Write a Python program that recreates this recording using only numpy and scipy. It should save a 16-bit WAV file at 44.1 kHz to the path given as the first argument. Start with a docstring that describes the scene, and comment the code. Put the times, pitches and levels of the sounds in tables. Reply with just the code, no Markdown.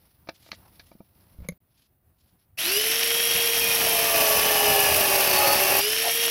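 """Siding boards land on a concrete yard with a few dry knocks, over a sleeve's rustle and a low rumble. An
angle grinder is picked up with a clunk; the sound drops out for an instant and the background comes back
quieter. At 2.6 s the motor kicks in and whines up to speed, gears clattering and brushes hissing. From 3.3 s
the disc bites into a board, growling and spitting grit as the drag pulls the pitch down. At 5.8 s it lifts off,
grazes the board once and revs back up. All is heard close by, in mono."""
import sys
import numpy as np
from scipy import signal
from scipy.fft import rfft, irfft
from scipy.io import wavfile
from scipy.ndimage import uniform_filter1d, map_coordinates

SR = 44100
rng = np.random.default_rng(int(sys.argv[2]) if len(sys.argv) > 2 else 0)


def wrap_up_sound(samples):
    """Save the sound to the file named by the first command line argument, as 16-bit audio."""
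    columns = np.atleast_2d(samples).T
    # keep every value between -1 and 1, then stretch to whole-number steps
    tamed = np.clip(columns, -1, 1)
    steps = np.round(tamed * 32767).astype(np.int16)
    wavfile.write(sys.argv[1], SR, steps)


N = 277830
T = np.arange(N) / SR
SWITCH_ON_S, KICK_HZ, FREE_HZ = 2.572, 201, 467  # the shaft's rate at switch-on and running free
DISC_RATIO = 14 / 37  # disc turns per shaft turn
DROPOUT_START_S, DROPOUT_END_S = 1.578, 1.603

# How hard the push into the board brakes the shaft: time_s, drag_hz
PUSH_CURVE = [(3.25, 0), (3.36, 2.5), (3.6, 3.5), (3.82, 14), (4.08, 26), (4.19, 44), (4.4, 39.5),
              (4.74, 57), (5.01, 75), (5.44, 110), (5.5, 93), (5.55, 62.5), (5.78, 80), (5.815, 0)]
# Motor whine (1 is unbalance, 7 the fan, 12 the commutator):
# shaft_multiple, level_db, full_current_change_db, roughness_0_to_1
MOTOR_TONES = [(1, -36, -1.5, 0.26), (2, -51.5, -22, 0.37), (4, -43, -4, 0.15), (7, -38, 1, 0.32),
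               (8, -44, -9, 0.5), (12, -41.5, -4, 0.28), (13, -49, 0, 0.7), (14, -49.5, 10, 0.85)]
# Body and guard resonances that lift a tone gliding through: centre_hz, width_hz, lift_db
BODY_RESONANCES = [(415.5, 29, 7), (2907, 140, 8.5), (3268, 51, 5.5), (4520, 270, 3), (5030, 180, 5),
                   (5550, 120, 3)]
# Colour of the gear clatter: frequency_hz, gain_db
GEAR_EQ = [(40, -19), (150, -17), (340, -11.5), (500, -14), (660, -6), (850, -14.5), (1300, -11),
           (2000, -5), (2900, 1), (3400, -4.5), (4100, -7), (5000, -7.5), (5700, -4), (7200, -20)]
# Colour of the brush hiss: frequency_hz, gain_db
BRUSH_EQ = [(3000, -44), (6000, -24), (7300, -14.5), (8500, -12), (9700, -7.5), (10700, -2.5), (11400, 2.5),
            (12200, -5.5), (13500, -9), (16000, -10.5)]
# Uneven rim; half multiples are the board bouncing every other turn: disc_multiple, force_db
RIM_HARMONICS = [(3.5, -4), (4, 1.5), (4.5, -7.5), (5, -8), (5.5, 4.5), (6, -0.5), (7, -0.5), (7.5, -0.5),
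                 (8, -1.5), (9, -6.5), (10, -0.5), (11, 1), (12, -14), (13, 3.5), (15, 4.5), (16, -2),
                 (17, 0)]
# Resonances of the board under the disc: centre_hz, width_hz, gain_db
BOARD_FORMANTS = [(400, 68, -2.5), (573, 28, 2), (639, 200, 3.5), (826, 31, 2.5), (1137, 77, 1.5),
                  (1748, 86, 1.5), (2584, 350, 2)]
# Colour of the flying grit: frequency_hz, gain_db
GRIT_EQ = [(30, -14), (60, 1.5), (150, 1), (300, 5), (1000, 5), (3700, -5.5), (4800, 2), (6200, 2.5),
           (7200, -8.5), (9400, 0.5), (11000, 2), (12500, 7), (16000, 3.5)]
# Brief tones swelling during the cut; the highest is the motor's whine squealing under load:
# peak_s, half_width_s, disc_multiple, level_db
BRIEF_TONES = [(3.68, 0.067, 14, -26.5), (3.95, 0.12, 14, -36), (4.157, 0.21, 4, -31.5),
               (4.248, 0.23, 7, -40), (4.71, 0.2, 5, -29), (4.853, 0.074, 11, -39.5),
               (5.153, 0.064, 15, -40), (5.33, 0.072, 32, -29.5), (5.458, 0.1, 6, -26.5),
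               (5.474, 0.078, 4, -32), (5.48, 0.082, 9, -33), (5.523, 0.06, 32, -31.5)]
# Early reflections off concrete and boards: delay_s, gain_db
REFLECTIONS = [(0.0012, -13), (0.0023, -13), (0.0041, -14)]
# Moving air buffeting the microphone: peak_s, half_width_s, centre_hz, width_hz, level_db
AIR_PUFFS = [(2.545, 0.038, 75, 60, -59), (3.36, 0.026, 153, 350, -40), (3.66, 0.084, 130, 220, -47),
             (3.84, 0.055, 130, 220, -41), (4.7, 0.046, 130, 220, -40), (4.93, 0.061, 70, 130, -38)]
# Boards landing: start_s, ring_db, crack_db, thud_db, crack_t60_s, hardness_hz
BOARD_KNOCKS = [(.272, -43, -52, -64, 0.071, 3000), (.288, -25, -32.5, -36, 0.025, 4000),
                (.293, -46, -28, -63, 0.014, 4000), (.462, -47.5, -58, -62, 0.11, 4000),
                (.488, -45, -60, -66, .03, 2500), (.5165, -60, -21, -37, 0.018, 6000),
                (.5275, -38, -44, -58, 0.08, 5000), (.795, -46, -42.5, -61, 0.057, 3700),
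                (.915, -41, -60, -44, 0.055, 1800), (.952, -50, -72, -39, .03, 800),
                (1.004, -37.5, -72, -34, .03, 900)]
# Ring of a board: pitch_hz, level_db, t60_s
BOARD_MODES = [(311, -6, 0.04), (524, -11.5, 0.056), (663, -2.5, 0.043), (790, -14, 0.041),
               (897, -10, 0.055), (1223, -7.5, 0.028), (1480, -17.5, 0.022), (1820, -30, 0.061),
               (2360, -5.5, 0.038)]
# Grinder being picked up: start_s, ring_db, crack_db, thud_db, crack_t60_s, hardness_hz
PICKUP_CLUNKS = [(1.345, -53, -78, -48, .03, 1000), (1.387, -59, -69, -31, .04, 900),
                 (1.402, -44, -68, -34, .04, 900), (1.42, -48, -67, -30, 0.11, 1000),
                 (1.448, -40, -63, -44, .06, 1300), (1.4865, -24.5, -36, -40, 0.029, 9500),
                 (1.52, -42, -62, -38.5, .06, 2550)]
# Ring of the housing and guard: pitch_hz, level_db, t60_s
HOUSING_MODES = [(166, 1.5, 0.099), (199, 0.5, 0.023), (504, -0.5, 0.029), (592, -11.5, 0.05),
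                 (1150, -15, 0.027), (2130, -1, 0.023), (2250, -5, 0.025), (3900, -31, .025),
                 (4570, -21, .025), (6400, -1, 0.019), (7060, -12, 0.016), (11160, 11.5, 0.013),
                 (11800, 2, 0.013), (13300, 3, .008)]
# Colour of an impact's crack: frequency_hz, gain_db
CRACK_EQ = [(100, -11), (700, -8), (1100, -6.5), (1700, 2.5), (2300, 3.5), (2900, -6.5), (4000, 2.5),
            (5800, -6), (7800, -38), (11000, -22), (16000, -36)]
# Sleeve moving with the arm: peak_s, half_width_s, level_db
SLEEVE_SWISHES = [(0.02, 0.15, -67.5), (0.45, 0.19, -65.5), (0.8, 0.15, -64), (1.25, 0.22, -69),
                  (1.79, 0.082, -69), (2.26, 0.085, -73), (2.42, 0.028, -69)]
# Colour of the cloth: frequency_hz, gain_db
SLEEVE_EQ = [(200, -16), (900, -4), (1500, -5.5), (3500, -3.5), (5500, -3), (7500, -25), (9000, -13.5),
             (11300, 5), (13000, -10.5), (16000, -18.5)]
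# Bright scuffs of a board edge or the tool: peak_s, half_width_s, level_db
EDGE_SCUFFS = [(0.358, 0.014, -59), (0.46, 0.051, -61.5), (0.548, 0.0091, -56), (0.88, 0.047, -70),
               (1.78, 0.01, -67.5), (1.835, 0.032, -71.5), (2.21, 0.027, -74), (2.3, 0.028, -76)]
# Duller scrapes over concrete: peak_s, half_width_s, centre_hz, width_hz, level_db
CONCRETE_SCRAPES = [(0.65, 0.055, 854, 587, -64), (1.27, 0.09, 950, 700, -75.5),
                    (1.445, 0.018, 600, 1300, -56), (1.45, 0.017, 2220, 500, -61)]
# Colour of the outdoor bed: frequency_hz, gain_db
YARD_EQ = [(15, -55), (25, -18.5), (80, -0.5), (161, -9.5), (317, -16.5), (405, -19), (439, -22.5),
           (754, -22), (887, -25), (962, -25.5), (7110, -45), (11300, -29), (13600, -38.5), (14800, -21),
           (16000, -49)]


def grinder():
    """One shaft drives motor, gears, brushes and cut; clatter and hiss sink as it slows."""
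    shaft_hz, bite = shaft()
    jitter = (0.000557 + 0.0012 * bite) * wander(36)
    turns = np.cumsum(shaft_hz * (1 + jitter)) / SR
    octaves_down = np.log2(FREE_HZ / shaft_hz)
    machine = motor(turns, shaft_hz, bite)
    machine += gears(turns) * undb(-25 - 6 * octaves_down)
    machine += brushes(turns) * undb(-26.5 + 1.5 * bite - 5.5 * octaves_down)
    fade_in = np.clip((T - SWITCH_ON_S) / 0.02, 0, 1)
    return (machine + cut(turns * DISC_RATIO, shaft_hz * DISC_RATIO, bite)) * fade_in


def shaft(inertia_s=0.121, bite_drag_hz=28):
    """Shaft rate and depth of bite (0-1): the motor spins up, sags and recovers with the same lag."""
    drag_hz = np.interp(T, *np.transpose(PUSH_CURVE))
    pole = np.exp(-1 / (inertia_s * SR))
    sag_hz = signal.lfilter([1 - pole], [1, -pole], drag_hz)
    spin_up_gap_hz = (FREE_HZ - KICK_HZ) * np.exp(-np.maximum(T - SWITCH_ON_S, 0) / inertia_s)
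    bite = np.tanh(drag_hz / bite_drag_hz) ** 1.48
    return FREE_HZ - spin_up_gap_hz - sag_hz, bite


def motor(turns, shaft_hz, bite, full_current_sag_hz=55):
    """Shaft harmonics whine and roughen with current; bouncing brushes rasp at the commutator tone."""
    current = np.clip((FREE_HZ - shaft_hz) / full_current_sag_hz, 0, 1)
    whine = 0
    for multiple, db, current_db, rough in MOTOR_TONES:
        level_db = db + current_db * current + body_lift_db(multiple * shaft_hz)
        level_db -= 0.5 * wander(4)  # the tool moves in the hand
        partial = rough_tone(multiple * turns, rough * (1 + 0.21 * current), 40 + 8 * multiple)
        whine += undb(level_db) * partial
    whine *= np.interp(shaft_hz, [295, 367], [0, 1])  # fades in with speed
    surge_db = 7.5 * np.sqrt(current) * (1 - bite)  # strongest while speeding up
    rasp_db = -42 + surge_db - 0.5 * bite + body_lift_db(12 * shaft_hz) / 2
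    return whine + undb(rasp_db) * rough_tone(12 * turns, rough=1, flutter_hz=410)


def body_lift_db(pitch_hz):
    """Boost that the resonating body and guard give a tone."""
    return sum(db * bell(pitch_hz, hz, width) for hz, width, db in BODY_RESONANCES)


def gears(turns, knocks_per_s=170, knock_decay_s=0.0009):
    """Bevel gears clatter differently on each turn, with stray knocks from their play."""
    mesh = rough_wheel(turns * DISC_RATIO, memory=0.18, spiky_db=2.2)
    knocks = (rng.random(N) < knocks_per_s / SR) * rng.random(N)
    knock_envelope = signal.lfilter([1], [1, -np.exp(-1 / (knock_decay_s * SR))], knocks)
    rattle = unit(knock_envelope) * noise()
    pulse = 1 + 0.24 * np.cos(2 * np.pi * turns)
    return colour(mesh * pulse * undb(0.69 * wander(48)) + undb(-4.5) * rattle, GEAR_EQ)


def brushes(turns):
    """Carbon brushes hiss on the commutator, pulsing slightly once a turn."""
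    pulse = 1 + 0.3 * np.cos(2 * np.pi * turns)
    return ground_bounce(colour(noise() * pulse * undb(2.2 * wander(390)), BRUSH_EQ))


def cut(disc_turns, disc_hz, bite):
    """The rim hammers the board into a growl and grit hisses from the slot; brief tones swell on top."""
    drone = 0
    for multiple, db in RIM_HARMONICS:
        partial = rough_tone(multiple * disc_turns, rough=0.28, flutter_hz=51)
        drone += undb(db) * board_gain(multiple * disc_hz) * partial
    force = rough_wheel(disc_turns / 2, memory=0.097, spiky_db=0)
    rasp = unit(irfft(rfft(force) * board_gain(np.fft.rfftfreq(N, 1 / SR)) ** 2, N))
    growl = unit(unit(drone) + undb(1.5) * rasp) * undb(-25.5 + 1.6 * wander(100))
    grains = rough_wheel(disc_turns, memory=0.24, spiky_db=1) * undb(2 * wander(150))
    grit = ground_bounce(colour(grains, GRIT_EQ)) * undb(-25)
    brief_tones = 0
    for peak_s, half_width_s, multiple, db in BRIEF_TONES:
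        tone = rough_tone(multiple * disc_turns, rough=0.48, flutter_hz=69)
        brief_tones += undb(db) * swell(peak_s, half_width_s) * tone
    graze = unit(resonate(resonate(force, 670, 210), 707, 280))  # a last touch on the way out
    graze *= undb(-26) * swell(peak_s=6.065, half_width_s=0.033)
    return growl * bite + grit * bite ** 0.32 + brief_tones + graze


def board_gain(pitch_hz):
    """How strongly the board radiates a force at each frequency."""
    return np.sqrt(sum(undb(db) ** 2 * bell(pitch_hz, hz, width) for hz, width, db in BOARD_FORMANTS))


def ground_bounce(x, drift_s=0.00005):
    """Reflections drift as the tool moves, gently flanging the hiss."""
    reflected = 0
    for delay_s, db in REFLECTIONS:
        read_s = T - delay_s - drift_s * wander(2)
        reflected += undb(db) * map_coordinates(x, [read_s * SR], order=3)
    return unit(x + reflected)


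def handling(echo_t60_s=0.091):
    """Boards knock and the tool clunks, with a faint short echo off nearby walls."""
    hits = impacts(BOARD_KNOCKS, BOARD_MODES, thud_hz=203, thud_t60_s=0.032)
    hits += impacts(PICKUP_CLUNKS, HOUSING_MODES, thud_hz=70.4, thud_t60_s=0.074)
    t = T[:SR // 3]
    walls = rng.standard_normal(len(t)) * undb(-60 * t / echo_t60_s) * (t > 0.004)
    echo = signal.fftconvolve(hits, walls / np.linalg.norm(walls))[:N]
    return hits + undb(-15.5) * echo


def impacts(hits, modes, thud_hz, thud_t60_s, attack_s=0.0012):
    """Each hit rings the object's modes, cracks at the contact and thuds on the ground."""
    track, crack_noise = np.zeros(N), colour(noise(), CRACK_EQ)
    t = T[:SR // 4]
    for start_s, ring_db, crack_db, thud_db, crack_t60_s, hardness_hz in hits:
        span = slice(int(start_s * SR), int(start_s * SR) + len(t))
        detune = 1 + 0.012 * rng.standard_normal(len(modes))
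        ring = 0
        for k, (hz, db, t60_s) in enumerate(modes):
            drive = (-1) ** k / (1 + (hz / hardness_hz) ** 2)  # a soft contact misses the high modes
            ring += drive * undb(db - 60 * t / t60_s) * np.sin(2 * np.pi * hz * detune[k] * t)
        thud = undb(thud_db - 60 * t / thud_t60_s) * np.sin(2 * np.pi * thud_hz * t)
        crack = undb(crack_db - 60 * t / crack_t60_s) * crack_noise[span]
        track[span] += (undb(ring_db) * ring + thud + crack) * np.minimum(t / attack_s, 1)
    return track


def rubbing():
    """Grainy friction: a sleeve swishes, and boards and tool slide on concrete."""
    sleeve = colour(noise(), SLEEVE_EQ) * strokes(SLEEVE_SWISHES)
    scuffs = noise_band(centre_hz=3800, width_hz=4200) * strokes(EDGE_SCUFFS)
    return (sleeve + scuffs + bursts(CONCRETE_SCRAPES)) * undb(2.7 * wander(123))


def yard():
    """Low outdoor rumble and thin microphone hiss, both stepping down at the dropout."""
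    hiss = undb(-10.5) * noise_band(centre_hz=14700, width_hz=900)
    rumble = colour(noise(), YARD_EQ) * undb(2.4 * wander(20))
    return (rumble + hiss) * undb(np.where(T < DROPOUT_START_S, -61, -68))


def rough_wheel(turns, memory, spiky_db):
    """Rolling contact: each turn keeps a share (memory) of the last turn's bumps and adds new ones."""
    bumps_per_turn = 256
    shape = (1200, bumps_per_turn)
    bumps = rng.standard_normal(shape) * undb(spiky_db * rng.standard_normal(shape))
    worn = signal.lfilter([1], [1, -memory], bumps, axis=0).ravel()
    return unit(map_coordinates(worn, [turns * bumps_per_turn], order=3, mode="wrap"))


def rough_tone(cycles, rough, flutter_hz):
    """A sine of rms 1 with a share of fluttering amplitude and phase."""
    rough, phase = np.clip(rough, 0, 1), 2 * np.pi * cycles
    amplitude = np.sqrt(2 * (1 - rough ** 2)) + rough * wander(flutter_hz)
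    return amplitude * np.sin(phase) + rough * wander(flutter_hz) * np.cos(phase)


def bursts(table):
    """Short swells of noise, each in its own band."""
    return sum(noise_band(hz, width_hz) * undb(db) * swell(peak_s, half_width_s)
               for peak_s, half_width_s, hz, width_hz, db in table)


def strokes(table):
    """An envelope that swells once per row."""
    return sum(undb(db) * swell(peak_s, half_width_s) for peak_s, half_width_s, db in table)


def swell(peak_s, half_width_s):
    """A smooth rise and fall, down to 1/e at half_width_s from the peak."""
    return np.exp(-((T - peak_s) / half_width_s) ** 2)


def colour(x, eq):
    """Apply an EQ curve, rolling off past its ends; rms 1."""
    hz, db = np.transpose(eq)
    bins_hz = np.maximum(np.fft.rfftfreq(N, 1 / SR), 1)
    skirts = np.minimum(bins_hz / hz[0], 1) * np.minimum(hz[-1] / bins_hz, 1) ** 2
    gain = undb(np.interp(np.log(bins_hz), np.log(hz), db))
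    return unit(irfft(rfft(x) * skirts * gain, N))


def bell(hz, centre_hz, width_hz):
    """A resonance curve, 1 at its centre."""
    return 1 / (1 + (2 * (hz - centre_hz) / width_hz) ** 2)


def resonate(x, centre_hz, width_hz):
    """A resonant band-pass, gain 1 at its centre."""
    return signal.lfilter(*signal.iirpeak(centre_hz, centre_hz / width_hz, fs=SR), x)


def noise_band(centre_hz, width_hz):
    """Noise band-passed twice; rms 1."""
    return unit(resonate(resonate(noise(), centre_hz, width_hz), centre_hz, width_hz))


def wander(rate_hz):
    """Smooth random modulation; rms 1."""
    width = int(SR / rate_hz)
    return unit(uniform_filter1d(uniform_filter1d(noise(), width), width))


def noise():
    """White noise."""
    return rng.standard_normal(N)


def unit(x):
    """Scale to an rms of 1."""
    return x / np.sqrt(np.mean(x ** 2))


def undb(db):
    """Decibels to gain."""
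    return 10 ** (np.asarray(db) / 20)


def scene():
    """The mono mix on both channels, with a brief dropout after the pickup."""
    gate = uniform_filter1d(1.0 * ((T < DROPOUT_START_S) | (T > DROPOUT_END_S)), size=128)
    mix = (handling() + rubbing() + yard()) * gate + grinder() + bursts(AIR_PUFFS)
    return np.tile(mix, (2, 1))


def record(dry, cutoff_hz=15850):
    """A phone's steep low-pass shaves off the top."""
    return signal.sosfilt(signal.ellip(12, 0.2, 80, cutoff_hz, fs=SR, output="sos"), dry)


dry = scene()
out = record(dry)
wrap_up_sound(out)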